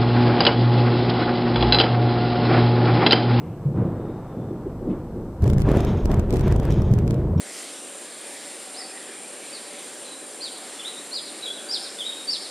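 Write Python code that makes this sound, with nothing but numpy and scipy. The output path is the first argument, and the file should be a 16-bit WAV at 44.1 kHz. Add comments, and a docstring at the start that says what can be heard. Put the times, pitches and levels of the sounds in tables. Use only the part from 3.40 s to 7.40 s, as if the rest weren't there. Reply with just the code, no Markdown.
"""Thunder, heard from behind a window: shock waves from along the lightning channel, dulled by the air.
A far roll with one dull thump mutters for two seconds, then the main peal breaks in, cracking and
tearing. Its steepest pressure fronts overload the microphone with short crackles, and the window
rattles and squeaks after the heaviest surges. Underneath lie the recorder's faint hiss and thin
whine, and early on a slight rustle and a faint whistle."""
import sys
import numpy as np
from scipy import signal
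from scipy.fft import rfft, irfft
from scipy.io import wavfile
from scipy.ndimage import uniform_filter1d

SR = 44100
rng = np.random.default_rng(int(sys.argv[2]) if len(sys.argv) > 2 else 0)


def generate_wav(signal):
    """Clip the signal to [-1, 1] and save it as 16-bit WAV at the path in sys.argv[1]."""
    frames = np.transpose(np.atleast_2d(signal))
    scaled = np.clip(frames, -1, 1) * 32767
    pcm = np.round(scaled).astype(np.int16)
    wavfile.write(sys.argv[1], SR, pcm)


N = 176400
T = np.arange(N) / SR
HZ = np.maximum(np.fft.rfftfreq(N, 1 / SR), 1)

# spectrum of the near thunder: frequency_hz, gain_db
NEAR_COLOUR = [(20, -20), (30, 12.5), (39, -23), (51, 11.5), (68, -12.5), (82, 3), (97, -4), (128, 1),
               (174, -8.5), (206, -4.5), (269, -12), (345, -7), (415, -9.5), (510, -17), (820, -25.5),
               (967, -25), (1190, -33), (2500, -55)]
# steep pressure fronts that overload the microphone: start_s, crackle_db
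FRONTS = [(2.0217, -41.5), (2.0405, -35.5), (2.062, -46), (2.077, -34.5), (2.0997, -32), (2.133, -34.5),
          (2.1817, -33.5), (2.2022, -38), (2.21, -40), (2.219, -34.5), (2.289, -36.5), (2.3153, -34.5),
          (2.37, -31.5), (2.405, -33.5), (2.448, -32.5), (2.6558, -32), (2.715, -33.5), (2.742, -35),
          (2.7945, -33), (2.9055, -34), (2.9261, -35), (2.9393, -34.5), (2.957, -36), (2.9685, -32.5),
          (2.9938, -34.5), (3.0096, -34.5), (3.0792, -35), (3.1228, -33), (3.161, -35), (3.1984, -36),
          (3.231, -41), (3.2517, -36), (3.3054, -36.5), (3.3225, -34.5), (3.341, -43.5), (3.4192, -38),
          (3.514, -42.5), (3.537, -33), (3.587, -36), (3.677, -35.5), (3.7073, -33.5), (3.7425, -39.5)]
FRONT_DELAY_S = 0.0018   # from the start of a crackle to the middle of its pressure swing


def from_db(db):
    """Decibels to gain."""
    return 10 ** (np.asarray(db) / 20)


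def rms_one(x):
    """Scale to rms 1."""
    return x / np.sqrt(np.mean(x ** 2) + 1e-20)


def level(*curves):
    """Gain over time from (time_s, level_db) curves that follow one another."""
    s, db = np.vstack(curves).T
    return from_db(np.interp(T, s, db))


def colour(points):
    """Gain over frequency from (frequency_hz, gain_db) points."""
    hz, db = np.transpose(points)
    return from_db(np.interp(np.log(HZ), np.log(hz), db))


def tint(x, points):
    """Colour a steady noise, falling away under the first point; rms 1."""
    return rms_one(irfft(rfft(x) * colour(points) / np.sqrt(1 + (points[0][0] / HZ) ** 8), N))


def grains(per_s, spread_db):
    """Random clicks of uneven size and sign; rms 1."""
    sizes = from_db(spread_db * np.minimum(rng.exponential(1, N), 4)) * rng.choice([-1, 1], N)
    return rms_one(sizes * (rng.random(N) < per_s / SR))


def flicker(span_s):
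    """A random drift that changes over the given span; rms 1."""
    return rms_one(uniform_filter1d(rng.standard_normal(N), max(int(span_s * SR), 2)))


def wavering(hz, waver_hz, span_s):
    """A tone of unsteady pitch."""
    return np.sin(2 * np.pi * np.cumsum(hz + waver_hz * flicker(span_s)) / SR)


def ring(x, hz, t60):
    """A decaying resonance driven by x."""
    r, w = from_db(-60 / (t60 * SR)), 2 * np.pi * hz / SR
    return signal.lfilter([0, np.sin(w)], [1, -2 * r * np.cos(w), r * r], x + 1e-18)


def swell(start_s, rise_s):
    """A rounded pulse that peaks one rise time after its start."""
    u = np.clip((T - start_s) / rise_s, 0, 20)
    return u ** 2 * np.exp(2 - 2 * u)


def bouts(rows, rise_s=0.0032):
    """Envelope of quick rises and slower decays from (start_s, level_db, decay_s) rows."""
    return sum(from_db(db) * np.clip((T - s) / rise_s, 0, 1) * np.exp(-np.maximum(T - s, 0) / decay)
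               for s, db, decay in rows)


def arrivals(spectrum, low_hz, high_hz, per_s, spread_db, even_s):
    """One band of shock waves from along the lightning channel, its level evened out over even_s."""
    band = colour(spectrum) / np.sqrt((1 + (low_hz / HZ) ** 16) * (1 + (HZ / high_hz) ** 16))
    shocks = irfft(rfft(grains(per_s, spread_db)) * band, N)
    size = max(int(even_s * SR), 2)
    power = uniform_filter1d(uniform_filter1d(shocks ** 2, size, mode="wrap"), size, mode="wrap")
    return shocks / np.sqrt(np.abs(power) + 1e-20)


def recorder_noise():
    """The recorder's own floor: separate hiss in each channel and one thin, steady whine."""
    # spectrum of the hiss: frequency_hz, gain_db
    hiss_colour = [(1900, -7), (3000, 1.5), (4500, 1.5), (8000, -1), (15000, -2)]
    hiss = from_db(-63) * tint(rng.standard_normal((2, N)), hiss_colour)
    whine = from_db(-79.5) * rms_one(np.sin(2 * np.pi * 7860 * T))
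    return hiss + whine


def rustle():
    """A faint rustle of fine ticks that fades under the far roll."""
    # the rustle's course: start_s, level_db, decay_s
    course = [(0, -60.5, 0.19)]
    # its spectrum: frequency_hz, gain_db
    spectrum = [(1200, -33), (2000, 9), (2900, 5), (3800, -10), (6000, -22)]
    return bouts(course) * tint(grains(3000, spread_db=-3.0), spectrum)


def whistle():
    """A faint, thin whistle that comes and goes, unsteady in level and pitch."""
    # the whistle's course: time_s, level_db, pitch_hz
    course = [(.38, -78, 3565), (.52, -77, 3640), (.69, -69, 3710), (.84, -73, 3610), (.95, -68, 3550),
              (1.22, -80, 3510)]
    s, db, hz = np.transpose(course)
    strength = np.interp(T, s, from_db(db), left=0, right=0) * from_db(3 * flicker(span_s=0.013))
    return strength * wavering(np.interp(T, s, hz), waver_hz=125, span_s=0.0013)


def frame_knock():
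    """A quick run of light contacts makes the window frame ring."""
    # the knock: start_s, level_db, decay_s
    knocks = [(1.495, -51, 0.023)]
    # resonances of the frame: pitch_hz, gain_db, t60_s
    modes = [(2200, 1, .02), (2600, 0, 0.023), (2980, -4, .025), (3450, -9, 0.011)]
    contacts = bouts(knocks) * grains(2500, spread_db=1)
    return sum(from_db(db) * ring(contacts, hz, t60) / np.sqrt(t60 * SR / np.log(1000))
               for hz, db, t60 in modes)


def pane_squeaks():
    """The pane gives brief, high squeaks as it slips in its frame."""
    # slips of the pane: start_s, level_db, rise_s
    slips = [(3.302, -54, .013), (3.418, -46.5, 0.0026), (3.974, -55, 0.0082)]
    # partials of a squeak: pitch_hz, gain_db
    partials = [(5510, 5), (6250, -12)]
    tone = sum(from_db(db) * wavering(hz, waver_hz=230, span_s=0.00057) for hz, db in partials)
    return rms_one(tone) * sum(from_db(db) * swell(s, rise) for s, db, rise in slips)


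def window_rattle():
    """Dense small contacts set the window ringing after the heavy surges."""
    # bouts of rattling: start_s, level_db, decay_s
    rattles = [(2.372, -43, 0.1), (2.468, -47, 0.036), (2.57, -52, 0.071), (3.03, -49.5, 0.16),
               (3.3, -43, 0.078), (3.445, -59.5, 0.079), (3.975, -54, 0.036)]
    # resonances of the window: pitch_hz, gain_db, t60_s
    modes = [(2390, 8, 0.0069), (3170, 6.5, 0.011), (3500, 7.5, 0.0065), (3800, -0.5, .02),
             (5160, -1, 0.0068), (5550, -6, 0.011), (5630, -5, .005), (6370, -0.5, 0.015), (6900, -5, .008)]
    ringing = sum(from_db(db) * rms_one(ring(grains(1300, spread_db=3.0), hz, t60))
                  for hz, db, t60 in modes)
    return bouts(rattles) * rms_one(ringing)


def microphone_overload():
    """Each front is a sudden swing of pressure; each channel crackles and recovers in its own way."""
    # spectrum of the crackle: frequency_hz, gain_db
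    crackle_colour = [(1000, 15), (3000, 5), (5500, 5), (8000, 3), (11000, -2), (16000, -2.5)]
    # spectrum of the imbalance between left and right: frequency_hz, gain_db
    imbalance_colour = [(25, 5.5), (130, -1), (400, -8), (1000, -20), (3000, -26), (9000, -46)]
    swing_rise_s, swing_width_s, sputter_reach_s = 0.00069, 0.002, 0.015
    swings, crackle_gain, sputter_gain, imbalance_gain = np.zeros((4, N))
    for s, db in FRONTS:
        t = T - s - FRONT_DELAY_S
        swing = np.tanh(t / swing_rise_s) * np.exp(-np.minimum(abs(t) / swing_width_s, 20))
        swings += rng.choice([-1, 1]) * from_db(db + 24.5) * swing
        crackle_gain += from_db(db) * swell(s, rise_s=0.0013)
        sputter_gain += from_db(db - 19.5) * np.exp(-np.minimum((t / sputter_reach_s) ** 2, 20))
        imbalance_gain += from_db(db - 2) * swell(s, rise_s=0.0084)
    crackle = crackle_gain * tint(rng.standard_normal((2, N)), crackle_colour)
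    sputter = sputter_gain * tint([grains(1500, spread_db=9.5) for _ in range(2)], crackle_colour)
    imbalance = imbalance_gain * tint(rng.standard_normal(N), imbalance_colour) * [[1], [-1]]
    return swings + crackle + sputter + imbalance


def microphone_choke():
    """Gain of the overloaded microphone, which goes briefly quieter after each front."""
    return from_db(-3 * sum(swell(s + FRONT_DELAY_S, rise_s=0.0093) for s, _ in FRONTS))


def far_thump():
    """One distant clap that arrives as a short, nearly pure boom."""
    start_s, pitch_hz = 0.249, 141
    return from_db(-14.5) * swell(start_s, rise_s=0.02) * np.sin(2 * np.pi * pitch_hz * (T - start_s))


def claps():
    """Bunches of shock waves that arrive together, each around its own pitch."""
    # claps that stand out of the roll: start_s, level_db, pitch_hz, rise_s
    bunches = [(.352, -21.5, 135, 0.039), (1.089, -29.5, 351, 0.033), (1.255, -25.5, 293, 0.014),
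               (1.464, -22, 243, 0.035), (2.004, -11, 90, 0.039), (2.63, -21, 74, 0.018),
               (2.921, -14.5, 392, 0.015), (3.28, -26, 367, 0.055), (3.503, -12, 133, 0.022),
               (3.943, -18.5, 169, 0.037)]
    band_ratio = 1.46
    return sum(from_db(db) * swell(s, rise)
               * arrivals(NEAR_COLOUR, hz / band_ratio, hz * band_ratio,
                          per_s=2800, spread_db=3.5, even_s=0.068)
               for s, db, hz, rise in bunches)


def cracks():
    """Dense volleys of sharp shocks that start at once and die quickly."""
    # cracks within the main peal: start_s, level_db
    volleys = [(2.054, -24), (2.264, -32), (2.295, -26), (2.336, -25.5), (2.36, -24.5), (2.383, -34),
               (2.694, -29), (2.79, -35), (2.932, -24), (3.068, -25)]
    # their spectrum: frequency_hz, gain_db
    spectrum = [(600, 7), (950, -5), (1400, -17), (2400, -26), (9000, -38)]
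    decay_s = 0.021
    envelope = bouts([(s, db, decay_s) for s, db in volleys], rise_s=0.0024)
    return envelope * arrivals(spectrum, 380, 10300, per_s=4400, spread_db=1.5, even_s=0.008)


def thunder():
    """Streams of shock waves: the far roll gives way to the near peal, each band swelling on its own."""
    # swells of the deepest rumble: time_s, level_db
    rumble_curve = [(0, -52.5), (.4, -41.5), (1.15, -48), (1.3, -37.5), (1.98, -37.5), (2.03, -23),
                    (2.35, -19), (2.56, -31), (2.66, -20.5), (2.85, -25.5), (3.15, -21.5), (4, -35)]
    # swells of the boom, far and near: time_s, level_db
    boom_far = [(0, -42), (.09, -29), (.15, -37), (.34, -27), (.4, -22.5), (.64, -34), (.95, -39),
                (1.01, -29.5), (1.2, -37.5), (1.99, -36.5)]
    boom_near = [(2.03, -21.5), (2.2, -15.5), (2.45, -26.5), (2.58, -18), (2.62, -40), (2.66, -25.5),
                 (2.77, -18.5), (2.85, -31.5), (2.92, -25.5), (3.08, -16), (3.22, -23.5), (3.37, -15.5),
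                 (3.47, -21), (3.55, -18.5), (3.73, -18), (3.87, -23.5), (4, -19)]
    # swells of the rolling middle, far and near: time_s, level_db
    roll_far = [(0, -37), (.21, -40), (.33, -33), (.41, -25), (.55, -31.5), (.72, -31.5), (.87, -41.5),
                (.98, -32), (1.2, -35), (1.39, -37), (1.45, -29), (1.69, -37.5), (1.78, -31), (1.99, -40.5)]
    roll_near = [(2.03, -26), (2.09, -23.5), (2.24, -33), (2.29, -19), (2.45, -23), (2.66, -30.5),
                 (2.71, -25), (2.87, -28.5), (3.07, -25.5), (3.2, -26), (3.47, -30), (3.7, -25), (4, -33)]
    # swells of the rough upper edge, far and near: time_s, level_db
    edge_far = [(0, -47), (.33, -48.5), (.38, -37.5), (.6, -43), (1.4, -47), (1.54, -43.5), (1.68, -48),
                (2, -48)]
    edge_near = [(2.03, -39.5), (2.24, -41), (2.28, -32.5), (2.48, -35.5), (2.66, -42.5), (2.72, -31),
                 (2.86, -43.5), (3, -37), (3.3, -37.5), (3.55, -43), (4, -43.5)]
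    # swells of the peal's tearing treble: time_s, level_db
    tear_curve = [(2.0, -58), (2.04, -49.5), (2.22, -54), (2.3, -36.5), (2.4, -43), (2.49, -43),
                  (2.66, -59), (2.72, -42.5), (2.78, -47), (2.87, -55.5), (2.95, -46), (3.01, -45.5),
                  (3.06, -43.5), (3.12, -41.5), (3.19, -60), (3.24, -41), (3.32, -48), (3.5, -55),
                  (3.6, -50.5), (3.66, -58), (3.75, -51), (3.9, -61)]
    # spectra of the far roll and of the tearing treble: frequency_hz, gain_db
    far_colour = [(80, -8.5), (112, 5), (205, -3.5), (263, -6.5), (336, -4), (400, -9.5), (500, -9),
                  (640, -17.5), (1200, -29.5), (1900, -42.5), (2600, -50), (4500, -61.5)]
    tear_colour = [(1200, 5), (1650, 2.5), (2400, -4), (3400, -8.5), (4300, -15.5), (7000, -24),
                   (10000, -28.5), (16000, -31)]
    boom, roll, edge = level(boom_far, boom_near), level(roll_far, roll_near), level(edge_far, edge_near)
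    far = (boom * arrivals(far_colour, 80, 196, per_s=1700, spread_db=5.5, even_s=0.03)
           + roll * arrivals(far_colour, 188, 592, per_s=1800, spread_db=2.5, even_s=0.063)
           + edge * arrivals(far_colour, 647, 4500, per_s=5000, spread_db=1, even_s=0.069))
    peal = (boom * arrivals(NEAR_COLOUR, 62, 189.4, per_s=740, spread_db=1.5, even_s=0.043)
            + roll * arrivals(NEAR_COLOUR, 192, 713, per_s=980, spread_db=3, even_s=0.052)
            + edge * arrivals(NEAR_COLOUR, 600, 2180, per_s=1800, spread_db=3.5, even_s=0.13))
    rumble = arrivals(NEAR_COLOUR, 16, 110, per_s=1000, spread_db=13.5, even_s=0.041)
    tear = arrivals(tear_colour, 1120, 16000, per_s=9000, spread_db=4.0, even_s=0.082)
    peal_start_s, crossfade_s = 2, 0.03
    near = np.clip((T - peal_start_s) / crossfade_s, 0, 1)
    return level(rumble_curve) * rumble + (1 - near) * far + near * (peal + level(tear_curve) * tear)


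def scene():
    """The storm and the window as the stereo microphone takes them in, choking after each front."""
    storm = thunder() + far_thump() + claps() + cracks()
    window = window_rattle() + frame_knock() + pane_squeaks()
    picked_up = microphone_choke() * (storm + window) + microphone_overload()
    return picked_up + recorder_noise() + rustle() + whistle()


def record(dry):
    """The top is cut steeply above 15.5 kHz."""
    return signal.sosfiltfilt(signal.butter(16, 15500, fs=SR, output="sos"), dry)


dry = scene()
out = record(dry)
generate_wav(out)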